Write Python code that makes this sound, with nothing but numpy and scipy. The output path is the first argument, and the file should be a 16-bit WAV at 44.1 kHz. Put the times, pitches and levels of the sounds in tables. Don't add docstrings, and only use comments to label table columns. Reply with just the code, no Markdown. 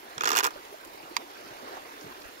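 import sys
import numpy as np
from scipy import signal
from scipy.fft import rfft, irfft
from scipy.io import wavfile
from scipy.ndimage import uniform_filter1d

SR = 44100
rng = np.random.default_rng(int(sys.argv[2]) if len(sys.argv) > 2 else 0)


def gain_from_db(level_db):
    decades = np.asarray(level_db, float) / 20
    return 10 ** decades


def master(y):
    cut = np.clip(np.atleast_2d(y).T, -1, 1)
    pcm = np.round(cut * 32767)
    wavfile.write(sys.argv[1], SR, pcm.astype(np.int16))


N = 105840

# time in seconds, level in dB.
FLOW = [(0, -52.5), (.3, -49), (.55, -50), (.65, -51), (.75, -51), (.85, -51.5), (1.3, -51), (1.45, -49.5),
        (1.62, -50.5), (1.74, -47.5), (1.88, -51), (2.05, -49.5), (2.4, -51.5)]
# frequency in Hz, density in dB per Hz.
WATER_TONE = [(30, -3), (70, -2), (185, -9.5), (310, 4.5), (700, -0.5), (1500, -4.5), (3500, -11.5),
              (8000, -21.5)]
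# frequency in Hz, likeness from 0 to 1.
WATER_LIKENESS = [(100, 0), (250, 1), (500, 0.6), (900, 0.72), (1700, 0.38), (4000, 0.34), (6000, 0.016),
                  (9000, 0)]
# time in seconds, level in dB.
SPLASH = [(0, 4.5), (.5, -4), (.8, -3), (1.1, -1), (1.4, 0), (1.6, 1), (1.9, 0.5), (2.4, 1.5)]
# start in seconds, level in dB, pitch in Hz.
GLUGS = [(0.556, -34, 536), (0.718, -33.5, 369), (.74, -33.5, 600), (.86, -37.5, 307), (1.11, -36, 322),
         (1.184, -38, 247), (1.222, -34.5, 318), (1.627, -37, 243), (1.73, -33.5, 347), (1.995, -38, 398),
         (2.016, -39, 277), (2.067, -43, 260), (2.099, -43.5, 225), (2.179, -40, 378), (2.21, -41.5, 272),
         (1.44, -41.5, 348), (1.483, -44, 375), (.641, -41, 405), (.686, -47, 372), (0.051, -46.5, 224),
         (1.76, -44, 443)]
# start in seconds, level in dB, pitch in Hz, left-right balance in dB.
PAWS = [
    (0.173, -32, 132, -3),
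    (0.236, -37.5, 137, -11),
    (0.46, -45, 97, -17),
    (1.037, -43, 153, -11),
    (1.442, -51, 147, -20),
    (1.507, -41, 136, -10),
    (2.042, -31, 171, -3),
    (2.056, -39.5, 114, -8),
    (2.105, -52, 70, -17),
    (2.252, -43, 50.7, -26),
]
# start in seconds, pawl snap in dB, casing in dB, spring ping in dB.
TEETH = [(0.1794, -25, -35.5, -50), (0.208, -21.5, -27, -44), (0.2187, -26, -35, -48),
         (0.235, -23.5, -26, -36), (0.2426, -21.5, -39, -44), (0.2549, -17.5, -24.5, -34.5),
         (0.2627, -26, -32.5, -45), (0.2732, -18.5, -23.5, -37), (0.2807, -22, -30, -37),
         (0.2897, -19, -28, -31), (0.3035, -20, -23.5, -31), (0.3163, -18, -24, -32),
         (0.3218, -24, -39, -42), (0.329, -24, -28, -41), (0.3324, -24.5, -30.5, -41),
         (0.3413, -27, -30, -48), (0.3513, -19.5, -27, -36), (0.361, -22.5, -24.5, -28.5),
         (0.3694, -13.5, -27.5, -25), (0.3785, -15, -26, -25.5), (0.387, -15.5, -24.5, -25.5),
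         (0.396, -23.5, -27, -29.5), (0.4046, -21, -24.5, -36), (0.428, -33, -28.5, -47),
         (0.4341, -19.5, -30, -32), (0.4423, -19.5, -26, -25), (0.4493, -18.5, -28, -29),
         (0.4565, -26, -23.5, -38), (0.4654, -25.5, -40, -29.5), (0.4692, -28, -54, -36),
         (0.4718, -45, -28, -49), (0.4806, -49, -45, -60), (0.486, -51, -43, -57),
         (0.5055, -38.5, -44, -64)]
# frequency in Hz, level in dB, width in Hz.
CASING_MODES = [(406, -6, 50), (474, 3, 50), (786, -8.5, 85), (1004, 2.5, 70), (1250, 4.5, 58),
                (1387, 11.5, 91), (1510, 5, 104), (1640, -8.5, 150)]
# frequency in Hz, level in dB, width in Hz.
PAWL_MODES = [(2545, -9, 52), (2840, -8.5, 70), (3490, 2, 390), (4600, 5.5, 860), (5510, 5, 550),
              (6630, 1.5, 330), (7660, 0.5, 490)]
# frequency in Hz, level in dB, width in Hz.
SPRING_MODES = [(8600, 6.5, 1140), (10600, -7, 720), (11730, 2, 500), (13000, 6, 740), (14440, 12, 570)]
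# frequency in Hz, gain in dB.
FAR_SHADE = [(200, -1), (700, -13), (1350, 2.5), (2200, -3.5), (3500, -4), (6000, -13.5), (9000, -16.5),
             (15000, -13)]
# frequency in Hz, likeness from 0 to 1.
LEAD_LIKENESS = [(400, .9), (1700, .96), (2500, .6), (8000, .45)]
# start in seconds, level in dB, pitch in Hz, width in Hz.
CLASP_TICKS = [
    (0.65, -48, 7000, 1500),
    (0.731, -47, 10170, 300),
    (0.848, -36, 12600, 5000),
    (0.871, -45, 12500, 2000),
    (0.933, -38, 14500, 3000),
    (1.097, -47, 11500, 4000),
    (2.009, -44.5, 5000, 4000),
    (2.217, -44, 4130, 500),
]
# start in seconds, level in dB.
BRAKE_HITS = [
    (1.1665, -3),
    (1.1707, -14),
    (1.1729, -18),
    (1.178, -28),
]
# frequency in Hz, level in dB, width in Hz.
BRAKE_MODES = [(1070, -3, 218), (1900, -10, 400), (2175, -0.5, 450), (3500, -5, 500), (3870, -12.5, 150),
               (4780, -5, 260), (6250, -6, 710), (6900, -5.5, 560), (9100, -11, 660), (10700, -6, 1100),
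               (13500, -4, 740), (14700, -3, 930)]
# frequency in Hz, density in dB per Hz.
HISS_TONE = [(2000, -72), (6000, -10), (9000, 0), (16000, 9)]
# frequency in Hz, gain in dB.
LEFT_PORT = [(150, -13), (350, -12), (800, -4), (2000, -6), (3000, -10), (5500, -2), (12000, -7),
             (16000, -12)]
# frequency in Hz, gain in dB.
RIGHT_PORT = [(60, -16.5), (1000, -3.5), (7000, -0.5), (7500, -2), (8100, -12.5), (9000, -6.5), (12000, -9),
              (16000, -17)]

WASH_DB, FIZZ_DB, BUBBLES_DB = 10.5, -5, 1
PATCH_DB, FLICKER_DB = 2, 0.95
SPLASH_HZ, SPLASH_OCTAVES = 1700, 0.2
BROOK_LAG_S, LEAD_LAG_S = 0.00045, 0.00031
SLIP_S, CASING_SLIP_S, RATTLE_S, MODE_SPREAD_DB = 0.00045, 0.0008, 0.005, 2
RATTLE_DB, FAR_RATTLE_DB = -9, 5
REBOUND_S, REBOUND_DB = 0.0028, -7
LEAD_CUT_HZ, BRAKE_CUT_HZ = 263, 830
STRIKE_T = np.arange(1200) / SR
HISS_EDGE_HZ, EDGE_HZ = 15770, 16250


def evened(x):
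    return x / np.sqrt(np.mean(x ** 2) + 1e-20)


def read(points, hz):
    f, value = np.transpose(points)
    return np.interp(np.log(hz + 1), np.log(f + 1), value)


def add(mix, s, sound):
    part = mix[:, round(s * SR):][:, :sound.shape[1]]
    part += sound[:, :part.shape[1]]


def colour(x, db_of):
    hz = np.abs(np.fft.fftfreq(2048, 1 / SR))
    log_gain = np.log(gain_from_db(np.maximum(db_of(hz), -60)))
    taps = np.fft.ifft(np.exp(np.conj(signal.hilbert(log_gain)))).real[:1024]
    return signal.oaconvolve(x, taps)[:len(x)]


def spread(paths, likeness, lag_s):
    hz = np.fft.rfftfreq(N, 1 / SR)
    shared = np.clip(read(likeness, hz), 0, 1)
    first, own = rfft(paths, axis=1)
    later = shared * first + np.sqrt(1 - shared ** 2) * own
    return paths[0], irfft(later * np.exp(-2j * np.pi * hz * lag_s), N)


def wash():
    frames, hz = N // 128 + 5, np.fft.rfftfreq(512, 1 / SR)
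    a, b, c, d, patches = rng.standard_normal((frames, 257, 5)).T
    patches = evened(uniform_filter1d(uniform_filter1d(patches, 5, 0), 18, 1))
    flicker = rng.standard_normal((frames, 257)).T
    flicker = evened(uniform_filter1d(uniform_filter1d(flicker, 80, 0), 3, 1))
    band = np.exp(-(np.log2((hz + 1) / SPLASH_HZ) / SPLASH_OCTAVES) ** 2)
    splash_db = np.outer(band, np.interp(np.arange(frames) * 128 / SR, *np.transpose(SPLASH)))
    level_db = PATCH_DB * patches + FLICKER_DB * flicker + splash_db
    spectra = np.array([a + 1j * b, c + 1j * d]) * gain_from_db(level_db)
    noise = signal.istft(spectra, nperseg=512, noverlap=384)[1][:, :N]

    def tone(f):
        return read(WATER_TONE, f) - 50 * np.clip(f / 8000 - 1, 0, 1)
    return evened(np.array([colour(x, tone) for x in noise]))


def chirp(hz, cycles, rise):
    u = np.arange(0, 1.5 * cycles, hz / SR)
    swell = (u / cycles) * np.exp(1 - 4 * u / cycles) * 4
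    return np.sin(2 * np.pi * u * (1 + rise * u / cycles / 2)) * swell


def grains(lo_hz, hi_hz, cycles, rise, per_s, spread_db, count):
    out = np.zeros(N)
    for hz in np.geomspace(lo_hz, hi_hz, count):
        bursts = rng.random(N) < per_s / count / SR
        size = gain_from_db(spread_db * np.minimum(rng.exponential(1, N), 5))
        bubble = chirp(hz, cycles, rise) * gain_from_db(read(WATER_TONE, hz))
        out += signal.oaconvolve(size * bursts, bubble)[:N]
    return evened(out)


def brook():
    fizz = np.array([grains(900, 7500, 7, 0.15, per_s=900, spread_db=4, count=16) for _ in "ab"])
    low = np.array([grains(257, 883, 5.3, 0.22, per_s=200, spread_db=3.5, count=12) for _ in "ab"])
    flow = gain_from_db(np.interp(np.arange(N) / SR, *np.transpose(FLOW)))
    mix = flow * (gain_from_db(WASH_DB) * wash() + gain_from_db(FIZZ_DB) * fizz + gain_from_db(BUBBLES_DB) * low)
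    for s, db, hz in GLUGS:
        add(mix, s, gain_from_db(db) * chirp(hz, cycles=9.2, rise=0.18) * np.ones((2, 1)))
    return np.array(spread(mix, WATER_LIKENESS, BROOK_LAG_S))


def paws():
    mix = np.zeros((2, N))
    cycles, tail_s, tail_db = 2.2, 0.022, -6.5
    for s, db, hz, pan_db in PAWS:
        a, b = rng.random(2)
        side = gain_from_db([[db + pan_db / 2], [db - pan_db / 2]])
        add(mix, s, chirp(hz, cycles, 0.0083) * side)
        settling = chirp(hz * (0.81 + 1.24 * b), cycles, -0.054)
        add(mix, s + tail_s * (0.5 + a), settling * side * gain_from_db(tail_db))
    return mix


def low_cut(x, hz):
    return signal.sosfilt(signal.butter(5, hz, "high", fs=SR, output="sos"), x)


def ring(modes, spread_db, detune=0.025):
    hz, db, width = np.transpose(modes)[:, :, None]
    a, b = rng.standard_normal((2, len(modes), 1))
    decay = gain_from_db(db + spread_db * a) * np.exp(-np.pi * width * STRIKE_T)
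    return (decay * np.sin(2 * np.pi * hz * (1 + detune * b) * STRIKE_T)).sum(0)


def push(u):
    u = np.maximum(u, 0)
    return (u / 2) ** 2 * np.exp(2 - u)


def strike(modes, db, slip_s, rattle_db):
    t = STRIKE_T[:700]
    grit, u = rng.standard_normal((2, 700)), t / slip_s
    a, b = rng.random(2)
    rebound = gain_from_db(REBOUND_DB - 10 * b) * push(u - REBOUND_S * (1 + a) / slip_s)
    rattle_level = gain_from_db(rattle_db + np.array([[0], [FAR_RATTLE_DB]]))
    rattle = rattle_level * np.minimum(u / 2, 1) * np.exp(-t / RATTLE_S)
    drive = grit * np.sqrt(abs(grit)) * (push(u) + rebound + rattle)
    out = signal.fftconvolve(drive, ring(modes, MODE_SPREAD_DB)[None], axes=1)
    return gain_from_db(db) * out / np.sqrt((out[:, :260] ** 2).mean(1, keepdims=True))


def ratchet(mix):
    for s, snap_db, casing_db, ping_db in TEETH:
        add(mix, s, strike(PAWL_MODES, snap_db - 4, SLIP_S, RATTLE_DB))
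        add(mix, s, strike(CASING_MODES, casing_db + 6, CASING_SLIP_S, RATTLE_DB - 5))
        add(mix, s, strike(SPRING_MODES, ping_db + 12, SLIP_S, RATTLE_DB - 7))


def clasp(mix):
    for s, db, hz, width in CLASP_TICKS:
        modes = [(hz, 0, width), (1.15 * hz, -3, width)]
        add(mix, s, strike(modes, db, 0.001, -12) * gain_from_db([[0], [6]]))


def brake(mix):
    onset = np.tanh(STRIKE_T / 0.00025)
    for s, db in BRAKE_HITS:
        near, far = ring(BRAKE_MODES, 0.34, detune=0.005), ring(BRAKE_MODES, 2.7, detune=0.014)
        add(mix, s, gain_from_db(db) * low_cut(onset * np.array([near, far]), BRAKE_CUT_HZ))
    rattle = strike(BRAKE_MODES, -29, SLIP_S, -1)
    add(mix, BRAKE_HITS[0][0], low_cut(rattle, BRAKE_CUT_HZ))


def dog_lead():
    mix = np.zeros((2, N))
    ratchet(mix)
    clasp(mix)
    brake(mix)
    near, far = spread(low_cut(mix, LEAD_CUT_HZ), LEAD_LIKENESS, LEAD_LAG_S)
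    return np.array([colour(far, lambda f: read(FAR_SHADE, f)), near])


def scene():
    return brook() + paws() + dog_lead()


def port_hiss():
    def tone(f):
        return read(HISS_TONE, f) - 60 * (f > HISS_EDGE_HZ)
    hiss = np.array([evened(colour(x, tone)) for x in rng.standard_normal((2, N))])
    flicker = evened(uniform_filter1d(rng.standard_normal((2, N)), 200))
    return gain_from_db(-49.5) * hiss * gain_from_db(2.5 * flicker)


def band_edge(f):
    return -10 * np.log10(1 + (f / EDGE_HZ) ** 200)


def left_response(f):
    notch = -21 * np.exp(-((f - 6850) / 540) ** 4)
    skirt = -9 * np.exp(-((f - 1.04 * 6850) / 1200) ** 2)
    return read(LEFT_PORT, f) + notch + skirt - 30 * (f > HISS_EDGE_HZ) + band_edge(f)


def right_response(f):
    return read(RIGHT_PORT, f) + band_edge(f)


def band_limit(x):
    return signal.sosfilt(signal.butter(12, 16640, fs=SR, output="sos"), x)


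def record(dry):
    left, right = dry + port_hiss()
    return band_limit(np.array([colour(left, left_response), colour(right, right_response)]))


dry = scene()
out = record(dry)
master(out)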